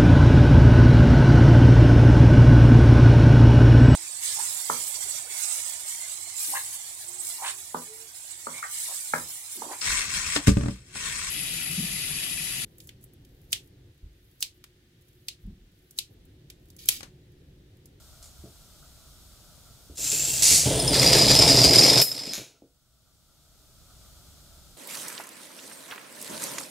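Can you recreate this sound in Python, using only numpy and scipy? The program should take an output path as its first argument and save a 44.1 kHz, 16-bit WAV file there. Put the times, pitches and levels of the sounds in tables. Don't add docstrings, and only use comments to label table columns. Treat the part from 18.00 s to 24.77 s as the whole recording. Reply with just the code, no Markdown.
import sys
import numpy as np
from scipy import signal
from scipy.fft import rfft, irfft, next_fast_len
from scipy.io import wavfile
from scipy.ndimage import uniform_filter1d, map_coordinates

SR = 44100
rng = np.random.default_rng(int(sys.argv[2]) if len(sys.argv) > 2 else 0)


def unload_audio(sound):
    columns = np.transpose(np.atleast_2d(sound))
    steps = np.round(np.clip(columns, -1, 1) * 32767)
    wavfile.write(sys.argv[1], SR, steps.astype(np.int16))


N = 298557
TIME = np.arange(N) / SR
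LOUD_DB = 18
STEEL_S, BEND_S, CALM_S, COPPER_S, EXIT_S = 1.976, 2.423, 2.558, 2.66, 3.68
FIRST_ROW_S, BOTH_ROWS_S, STOP_S, REST_S = 2.88, 2.932, 4.018, 4.33


def clatter():
    crack = amp(-23.3) * toppling(BOTH_ROWS_S, swell_db=3, swell_s=.1, release_s=.008)
    crack += amp(-43) * settling(fade_db_per_s=2, release_s=.01)
    ring = amp(-17) * toppling(FIRST_ROW_S, swell_db=14, swell_s=.16, release_s=.011)
    ring += amp(-33.5) * settling(fade_db_per_s=10.5, release_s=.04)
    falling = (TIME > FIRST_ROW_S - .1) & (TIME < REST_S + .1)
    clumps = amp(1.5 * wobble(rate_hz=45))
    blows = falling * clumps * contacts(rate_hz=430, spread_db=3)
    hits = room(cracks(blows), wet_db=-2)
    rings = room(tile_rings(blows), wet_db=-4.5)
    return amp(3) * crack * even(hits, span_s=.12) + amp(-2) * ring * even(rings, span_s=.1)


# (time [s], relative level [dB], ring re level [dB])
HARD_CONTACTS = [(2.799, -9.5, -6.5), (2.8784, -14, 2.5), (2.9317, -9, -14), (2.9956, -5.5, -6),
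                 (3.0629, -2.5, -5.5), (3.075, -2, -4), (3.1303, -1, -9.5), (3.2221, -4.5, -3),
                 (3.2854, -4.5, -5.5), (3.3154, -1.5, -7.5), (3.3618, -4, -4.5), (3.3897, 1, -5),
                 (3.4241, -3.5, -4.5), (3.4974, -4.5, -1), (3.5453, -4.5, -7), (3.5887, -1.5, -7.5),
                 (3.6344, -3.5, -8), (3.693, -5, -3), (3.7584, -3.5, -2), (3.7844, -2.5, -2),
                 (3.7919, -2, -2), (3.8327, 0, -8), (3.8887, -5.5, -3), (3.9354, -1, -9.5),
                 (4.0004, -2.5, -4.5), (4.0156, -3.5, -8.5), (4.116, -18.5, -4), (4.2557, -21, -10.5)]
# (time [s], relative level [dB])
END_BLOCK_SNAP = [(4.0154, -6.5)]
# (frequency [Hz], relative level [dB])
SNAP_COLOUR = [(3000, -33.5), (7500, -4.5), (11000, -3), (12600, 1.5), (15500, -10.5)]


def clacks():
    time_s, db, ring_db = np.transpose(HARD_CONTACTS)
    end_s, end_db = np.transpose(END_BLOCK_SNAP)
    edge_blows = impulses(time_s, amp(db - 25.5)) + impulses(end_s, amp(end_db))
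    snaps = coloured(bursts(edge_blows, t60_s=.045), SNAP_COLOUR)
    hits = cracks(impulses(time_s, amp(db)))
    rings = tile_rings(impulses(time_s, amp(db + ring_db)))
    body = room(amp(-13.5) * hits + amp(-2) * rings, wet_db=-9.5)
    return body + amp(-9.5) * room(snaps, wet_db=.5)


def toppling(start_s, swell_db, swell_s, release_s):
    return envelope(start_s, STOP_S, swell_db, swell_s, release_s=release_s)


def settling(fade_db_per_s, release_s):
    return envelope(STOP_S, REST_S, fade_db_per_s=fade_db_per_s, release_s=release_s)


# (frequency [Hz], relative level [dB])
CRACK_COLOUR = [(500, -14.5), (1200, -8.5), (1600, -9), (2200, -1.5), (3000, -3.5), (4200, 3), (5500, 4),
                (6400, -5), (7400, -2.5), (9300, -9), (10300, -13), (12500, -9.5), (15000, -28.5)]


def cracks(blows, ping_db=-3, count=8):
    at = np.repeat(np.flatnonzero(blows), count)
    ping_hz = rng.uniform(900, 13000, len(at))
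    pings = ringing(at, blows[at], ping_hz, t60_s=.017, attack_s=.0001, size=640)
    puffs = bursts(blows, t60_s=.011)
    return coloured(amp(-1.5) * puffs + amp(ping_db) * pings / np.sqrt(count), CRACK_COLOUR)


# (frequency [Hz], relative level [dB], t60 [s])
TILE_MODES = [(4867, -0.5, 0.06), (6960, -12.5, 0.035), (8925, -13.5, 0.029), (10940, -21, 0.031)]
# (time [s], frequency [Hz])
LEADING_ROW_PITCH = [(2.8, 4890), (3.31, 4884), (3.37, 5103), (3.66, 4900), (3.79, 5060), (4.3, 5170)]
ROW_PITCH_RATIO = 1.053


def tile_rings(blows, detune_ratio=.008, tile_rate_hz=22):
    at = np.flatnonzero(blows)
    chance = rng.standard_normal((len(at), 2))
    split_hz = TILE_MODES[0][0] * (1 + ROW_PITCH_RATIO) / 2
    lead_hz = np.interp(TIME[at], *np.transpose(LEADING_ROW_PITCH))
    row = (lead_hz + 110 * chance[:, 0] > split_hz).astype(int)
    tile = (tile_rate_hz * TIME[at] + .5 * chance[:, 1]).astype(int)
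    sound = np.zeros((2, N))
    for hz, db, t60_s in TILE_MODES:
        own = rng.standard_normal((tile.max() + 1, 2))[tile, row]
        tile_hz = hz * ROW_PITCH_RATIO ** row * (1 + detune_ratio * own)
        sound += ringing(at, amp(db) * blows[at], tile_hz, t60_s, attack_s=.0003, size=2048)
    return sound


# (time [s], relative level [dB])
PIPE_KNOCKS = [(0.227, -43.5), (2.042, -9.5), (2.117, -5), (2.363, -9), (2.423, -1.5)]
# (frequency [Hz], relative level [dB])
RATTLE_COLOUR = [(530, -51), (900, -20), (1330, -25), (1590, -22), (2170, -12.5), (3220, -13), (4550, -3.5),
                 (7320, 0.5), (10800, -7.5), (12700, -16.5), (13900, -12.5), (15500, -28)]
STEEL_ROLL_COLOUR = [(530, -54.5), (900, -28.5), (1610, -24), (2660, -18.5), (3500, -13.5), (7500, -3.5),
                     (8250, -9.5), (12100, -17.5), (14400, -15), (15500, -28.5)]
COPPER_ROLL_COLOUR = [(530, -41.5), (900, -16), (2480, -8), (3420, -3), (6350, -6.5), (9180, -5),
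                      (11900, -24.5), (14400, -19), (15500, -35)]
# (frequency [Hz], width [Hz], relative level [dB])
STEEL_PIPE_MODES = [(2672, 140, -12.5), (4540, 150, -15.5), (7440, 120, 1.5), (14200, 300, -15.5)]
COPPER_PIPE_MODES = [(3460, 170, -2.5), (7600, 180, -11), (9280, 190, 2.5), (11800, 180, -13.5)]
# (time [s], frequency [Hz])
STEEL_PITCH_CURVE = [(2.0, 7486), (2.1, 7416), (2.191, 7350), (2.249, 7458), (2.32, 7580), (2.41, 7540)]


def ball():
    time_s, db = np.transpose(PIPE_KNOCKS)
    chatter = rebounding(time_s, db, gap_s=.015, loss_db=2)
    touch = coloured(bursts(chatter, t60_s=.042), RATTLE_COLOUR)

    rub = amp(-28.5) * envelope(STEEL_S, BEND_S, swell_db=8.5, swell_s=.058, attack_s=.005)
    ring = amp(-22) * envelope(STEEL_S, BEND_S, swell_db=21.5, swell_s=.089, fade_db_per_s=21)
    steel_ring = wavering(pipe_ring(STEEL_PIPE_MODES), STEEL_PITCH_CURVE)
    steel = rub * rolling(STEEL_ROLL_COLOUR) + ring * steel_ring

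    rattle = amp(-15.5) * envelope(BEND_S, CALM_S, swell_db=1.5, attack_s=.001, release_s=.075)
    bend = rattle * rolling(RATTLE_COLOUR)

    rub = amp(-30.5) * envelope(COPPER_S, EXIT_S, fade_db_per_s=7, attack_s=.02)
    ring = amp(-23) * envelope(COPPER_S, EXIT_S, swell_db=17.5, swell_s=.11, fade_db_per_s=25,
                               attack_s=.02)
    copper = rub * rolling(COPPER_ROLL_COLOUR) + ring * pipe_ring(COPPER_PIPE_MODES)
    return room(touch, wet_db=-2.5) + amp(LOUD_DB) * (steel + bend + copper)


def rolling(colour, rate_hz=900, spread_db=2):
    ticks = bursts(contacts(rate_hz, spread_db), t60_s=.0058)
    return even(room(coloured(ticks, colour), wet_db=.5), span_s=.013)


def pipe_ring(modes):
    ticks = bursts(contacts(rate_hz=970, spread_db=1.5), t60_s=.005)

    def response(f):
        total = 0
        for k, (hz, width_hz, db) in enumerate(modes):
            damping = 1j * f * width_hz
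            total = total + (-1) ** k * amp(db) * damping / (hz * hz - f * f + damping)
        return total

    return even(filtered(ticks, response), span_s=.1)


def wavering(x, rows):
    time_s, hz = np.transpose(rows)
    clock = np.cumsum(np.interp(TIME, time_s, hz) / np.mean(hz))
    return np.array([map_coordinates(channel, [clock]) for channel in x])


# (time [s], relative level [dB])
BLOCK_BOUNCES = [(4.3351, -9), (4.343, -21), (4.3539, -15.5), (4.368, -21.5), (4.3807, -19.5)]
# (frequency [Hz], relative level [dB])
PLASTIC_COLOUR = [(500, -21), (1100, -9.5), (2000, 0), (3500, -1), (6500, 0), (10000, -7), (13000, -10.5),
                  (15500, -18.5)]


def block():
    time_s, db = np.transpose(BLOCK_BOUNCES)
    clicks = coloured(bursts(impulses(time_s, amp(db)), t60_s=.007), PLASTIC_COLOUR)
    return amp(-9.5) * room(clicks, wet_db=1.5)


# (frequency [Hz], relative level [dB])
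BOARD_COLOUR = [(59, -34.5), (100, -8), (130, 4.5), (200, -12), (274, -2.5), (376, -5.5), (422, -2),
                (620, -5), (663, -1.5), (769, -9.5), (881, -8.5), (1120, -22), (1500, -29.5), (1950, -50.5),
                (3300, -120)]
JOIST_COLOUR = [(22, -43), (35, -14), (50, 1), (75, -5), (100, -6), (135, 0), (170, -3), (260, -35)]


def floorboards():
    steel = envelope(STEEL_S, COPPER_S, swell_db=19.5, swell_s=.9)
    copper = envelope(COPPER_S, EXIT_S, fade_db_per_s=2, attack_s=.006, release_s=.066)
    tiles = envelope(FIRST_ROW_S, STOP_S, swell_db=10, swell_s=.11, fade_db_per_s=1, release_s=.005)
    rest = settling(fade_db_per_s=16, release_s=.098)
    ball_power = (amp(-31.5) * steel) ** 2 + (amp(-28.5) * copper) ** 2
    tile_power = (amp(-23) * tiles) ** 2 + (amp(-44) * rest) ** 2
    boards = np.sqrt(ball_power + tile_power)
    shudder = amp(-30) * steel + amp(-31) * copper + amp(-44) * tiles + amp(-66) * rest
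    loaded = (TIME > STEEL_S - .2) & (TIME < REST_S + .3)
    taps = bursts(contacts(rate_hz=260, spread_db=.5), t60_s=.064)
    patter = even(coloured(taps, BOARD_COLOUR), span_s=.05)
    boom = even(floor_rings(loaded * contacts(rate_hz=45, spread_db=2)), span_s=.056)
    drumming = boards * (amp(-2) * patter + amp(-3.5) * boom)
    deep = amp(-1) * shudder * even(coloured(noise(), JOIST_COLOUR))
    return amp(LOUD_DB) * (drumming + deep)


# (frequency [Hz], relative level [dB], t60 [s])
FLOOR_MODES = [(126.6, -2.5, .16), (199, -7, 0.13), (282, -0.5, 0.13), (351.7, -4.5, .12),
               (427.7, -2.5, 0.11), (519, -7.5, 0.13), (589, -6, 0.078), (675, -7.5, .1)]


def floor_rings(blows, detune_ratio=.021):
    at = np.flatnonzero(blows)
    sound = np.zeros((2, N))
    for hz, db, t60_s in FLOOR_MODES:
        chance = rng.standard_normal((len(at), 2))
        sizes = blows[at] * amp(db + 4.5 * chance[:, 0])
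        mode_hz = hz * (1 + detune_ratio * chance[:, 1])
        sound += ringing(at, sizes, mode_hz, t60_s, attack_s=.002, size=5120)
    return sound


# (time [s], knock level [dB], boom re knock [dB])
FLOOR_BLOWS = [(.438, -44, -1), (1.896, -50, 0), (2.127, -23.5, 2.5), (2.51, -18, 2.5), (2.657, -15, 2),
               (2.705, -13, 3), (3.11, -11, -3), (3.58, -7.5, -3), (3.69, -9, -2), (3.826, -8, -4.5),
               (3.946, -11, -5.5), (4.273, -14.5, -12), (4.378, -15, -12), (4.62, -31.5, -5.5)]
# (time [s], level [dB])
FLOOR_PUSHES = [(0.389, -39.5), (1.895, -40.5), (2.505, -15), (2.665, -7.5), (3.651, -8)]
# (frequency [Hz], relative level [dB])
KNOCK_COLOUR = [(100, -17), (190, -5), (290, -0.5), (450, -4), (650, -10), (900, -23), (1500, -42),
                (3000, -75)]


def thumps():
    time_s, db, boom_db = np.transpose(FLOOR_BLOWS)
    gap_s, loss_db = .018, 6
    knocks = coloured(bursts(rebounding(time_s, db, gap_s, loss_db), t60_s=.04), KNOCK_COLOUR)
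    booms = floor_rings(rebounding(time_s, db + boom_db, gap_s, loss_db))
    time_s, db = np.transpose(FLOOR_PUSHES)
    at = (time_s * SR).astype(int)
    leans = ringing(at, amp(db), np.full(len(at), 72.), t60_s=.37, attack_s=.005, size=11000)
    return room(knocks + booms, wet_db=-9.5) + leans


# (frequency [Hz], relative level [dB])
HISS_COLOUR = [(530, -36), (900, -10), (1040, -12.5), (1140, -6.5), (1350, -3), (1650, -11.5), (1730, -14),
               (2660, -13), (3420, -5.5), (6580, -6), (7320, -4.5), (12500, -10.5), (14600, -7.5),
               (15500, -16)]
RUMBLE_COLOUR = [(13, -39), (22, -3), (38, -3), (59, 2.5), (97, -5), (134, -4), (209, -14.5), (270, -16),
                 (429, -21), (495, -23), (619, -17), (1000, -29.5), (1300, -57.5), (2200, -120)]
FLUTTER_COLOUR = [(400, -39), (560, -7), (660, -1.5), (850, -13.5), (1020, -16), (1180, -3), (1360, 2),
                  (1560, -7.5), (1800, -40.5)]


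def background():
    flutter = unit(amp(5 * wobble(rate_hz=30)) * coloured(noise(), FLUTTER_COLOUR))
    hiss = unit(coloured(noise(), HISS_COLOUR))
    rumble = unit(coloured(noise(), RUMBLE_COLOUR))
    return amp(-58) * hiss + amp(-55.5) * rumble + amp(-70.5) * flutter


# (frequency [Hz], t60 [s])
WALL_DECAY = [(150, .3), (1000, .33), (4000, .36), (8000, .33), (14000, .27)]


def room(x, wet_db):
    hz, t, z = signal.stft(rng.standard_normal((2, SR // 2)), SR, nperseg=256)
    decay = fading(t, along(WALL_DECAY, hz)[:, None])
    tail = signal.istft(z * decay, SR, nperseg=256)[1]
    tail = np.pad(tail / np.linalg.norm(tail[0]), ((0, 0), (int(.005 * SR), 0)))
    return x + amp(wet_db) * signal.fftconvolve(x, tail, axes=1)[:, :N]


def stereo(pair, width):
    side = filtered(pair[1], lambda hz: amp(along(width, hz)))
    return np.array([pair[0] + side, pair[0] - side])


def amp(db):
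    return 10 ** (np.asarray(db) / 20)


def unit(x):
    return x / np.sqrt(np.mean(x ** 2) + 1e-20)


def along(points, hz):
    f, v = np.transpose(points)
    return np.interp(np.log(hz + 1), np.log(f + 1), v)


def fading(t, t60_s):
    return np.exp(-np.log(1000) * t / t60_s)


def filtered(x, response):
    m = next_fast_len(N + SR // 2)
    return irfft(rfft(x, m) * response(np.fft.rfftfreq(m, 1 / SR)), m)[..., :N]


def coloured(x, points, size=8192):
    spectrum = amp(along(points, np.fft.rfftfreq(size, 1 / SR)))
    cep = irfft(np.log(spectrum + 1e-6))
    cep[1:size // 2] *= 2
    cep[size // 2 + 1:] = 0
    kernel = irfft(np.exp(rfft(cep)))
    return signal.oaconvolve(x, kernel[None] / np.linalg.norm(kernel), axes=1)[:, :N]


def noise():
    return rng.standard_normal((2, N))


def even(x, span_s=.17):
    power = uniform_filter1d(np.mean(x ** 2, 0), int(span_s * SR))
    power = uniform_filter1d(power, int(span_s * SR / 2))
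    return x / np.sqrt(np.abs(power) + 1e-4 * np.mean(power))


def contacts(rate_hz, spread_db):
    strength = amp(spread_db * np.clip(rng.standard_normal(N), -2, 2))
    return (rng.random(N) < rate_hz / SR) * strength


def impulses(time_s, sizes):
    return np.bincount(np.round(np.asarray(time_s) * SR).astype(int), sizes, N)[:N]


def rebounding(time_s, db, gap_s, loss_db, count=3):
    return sum(impulses(time_s + k * gap_s, amp(db - k * loss_db)) for k in range(count))


def bursts(blows, t60_s):
    power = signal.lfilter([1], [1, -fading(1 / SR, t60_s) ** 2], blows ** 2)
    return np.sqrt(np.abs(power)) * noise()


def ringing(at, sizes, hz, t60_s, attack_s, size):
    t = np.arange(size, dtype=np.float32) / SR
    shape = fading(t, t60_s) * (1 - np.exp(-t / attack_s))
    swing = np.outer(np.float32(sizes), np.float32(shape))
    phase = np.outer(np.float32(2 * np.pi * hz), t)
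    turns = np.float32(2 * np.pi * rng.random((len(at), 2, 1)))
    where = (at[:, None] + np.arange(size)).ravel()
    return np.array([np.bincount(where, (swing * np.sin(phase + turns[:, k])).ravel(), N)[:N]
                     for k in range(2)])


def envelope(start_s, end_s, swell_db=0, swell_s=.075, fade_db_per_s=0, attack_s=.0027, release_s=.025):
    since_s = np.maximum(TIME - start_s, 0)
    before_s = np.maximum(start_s - TIME, 0)
    after_s = np.maximum(TIME - end_s, 0)
    gate = np.exp(-before_s / attack_s - after_s / release_s)
    return gate * amp(-swell_db * np.exp(-since_s / swell_s) - fade_db_per_s * since_s)


def wobble(rate_hz):
    knots = rng.standard_normal(int(N * rate_hz / SR) + 4)
    return map_coordinates(knots, [TIME * rate_hz])


# (frequency [Hz], side gain [dB])
RUN_SIDE_GAIN = [(60, -22.5), (200, -24.5), (700, -29), (1300, -30), (2400, -29.5), (4400, -15), (8100, -6),
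                 (13000, -1.5)]
ROOM_SIDE_GAIN = [(60, -9), (110, -12), (200, -7), (380, -5), (700, -8.5), (1290, -13.5), (2380, -3),
                  (4400, 1), (6200, -1.5), (7500, -15), (15000, -16.5)]


def scene():
    run = amp(LOUD_DB) * (clatter() + clacks() + block()) + ball() + floorboards() + thumps()
    lean = amp([[.25], [-.25]])
    return stereo(run, RUN_SIDE_GAIN) + lean * stereo(background(), ROOM_SIDE_GAIN)


def record(dry, threshold_db=-38, recovery_db_per_s=11, top_hz=15700):
    power = uniform_filter1d(np.mean(dry ** 2, 0), int(.024 * SR))
    level_db = 10 * np.log10(np.abs(power) + 1e-12)
    cut_db = np.clip(level_db - threshold_db, 0, LOUD_DB)
    recovered_db = recovery_db_per_s * TIME
    cut_db = np.maximum.accumulate(cut_db + recovered_db) - recovered_db
    return filtered(dry * amp(-cut_db), lambda hz: hz < top_hz)


dry = scene()
out = record(dry)
unload_audio(out)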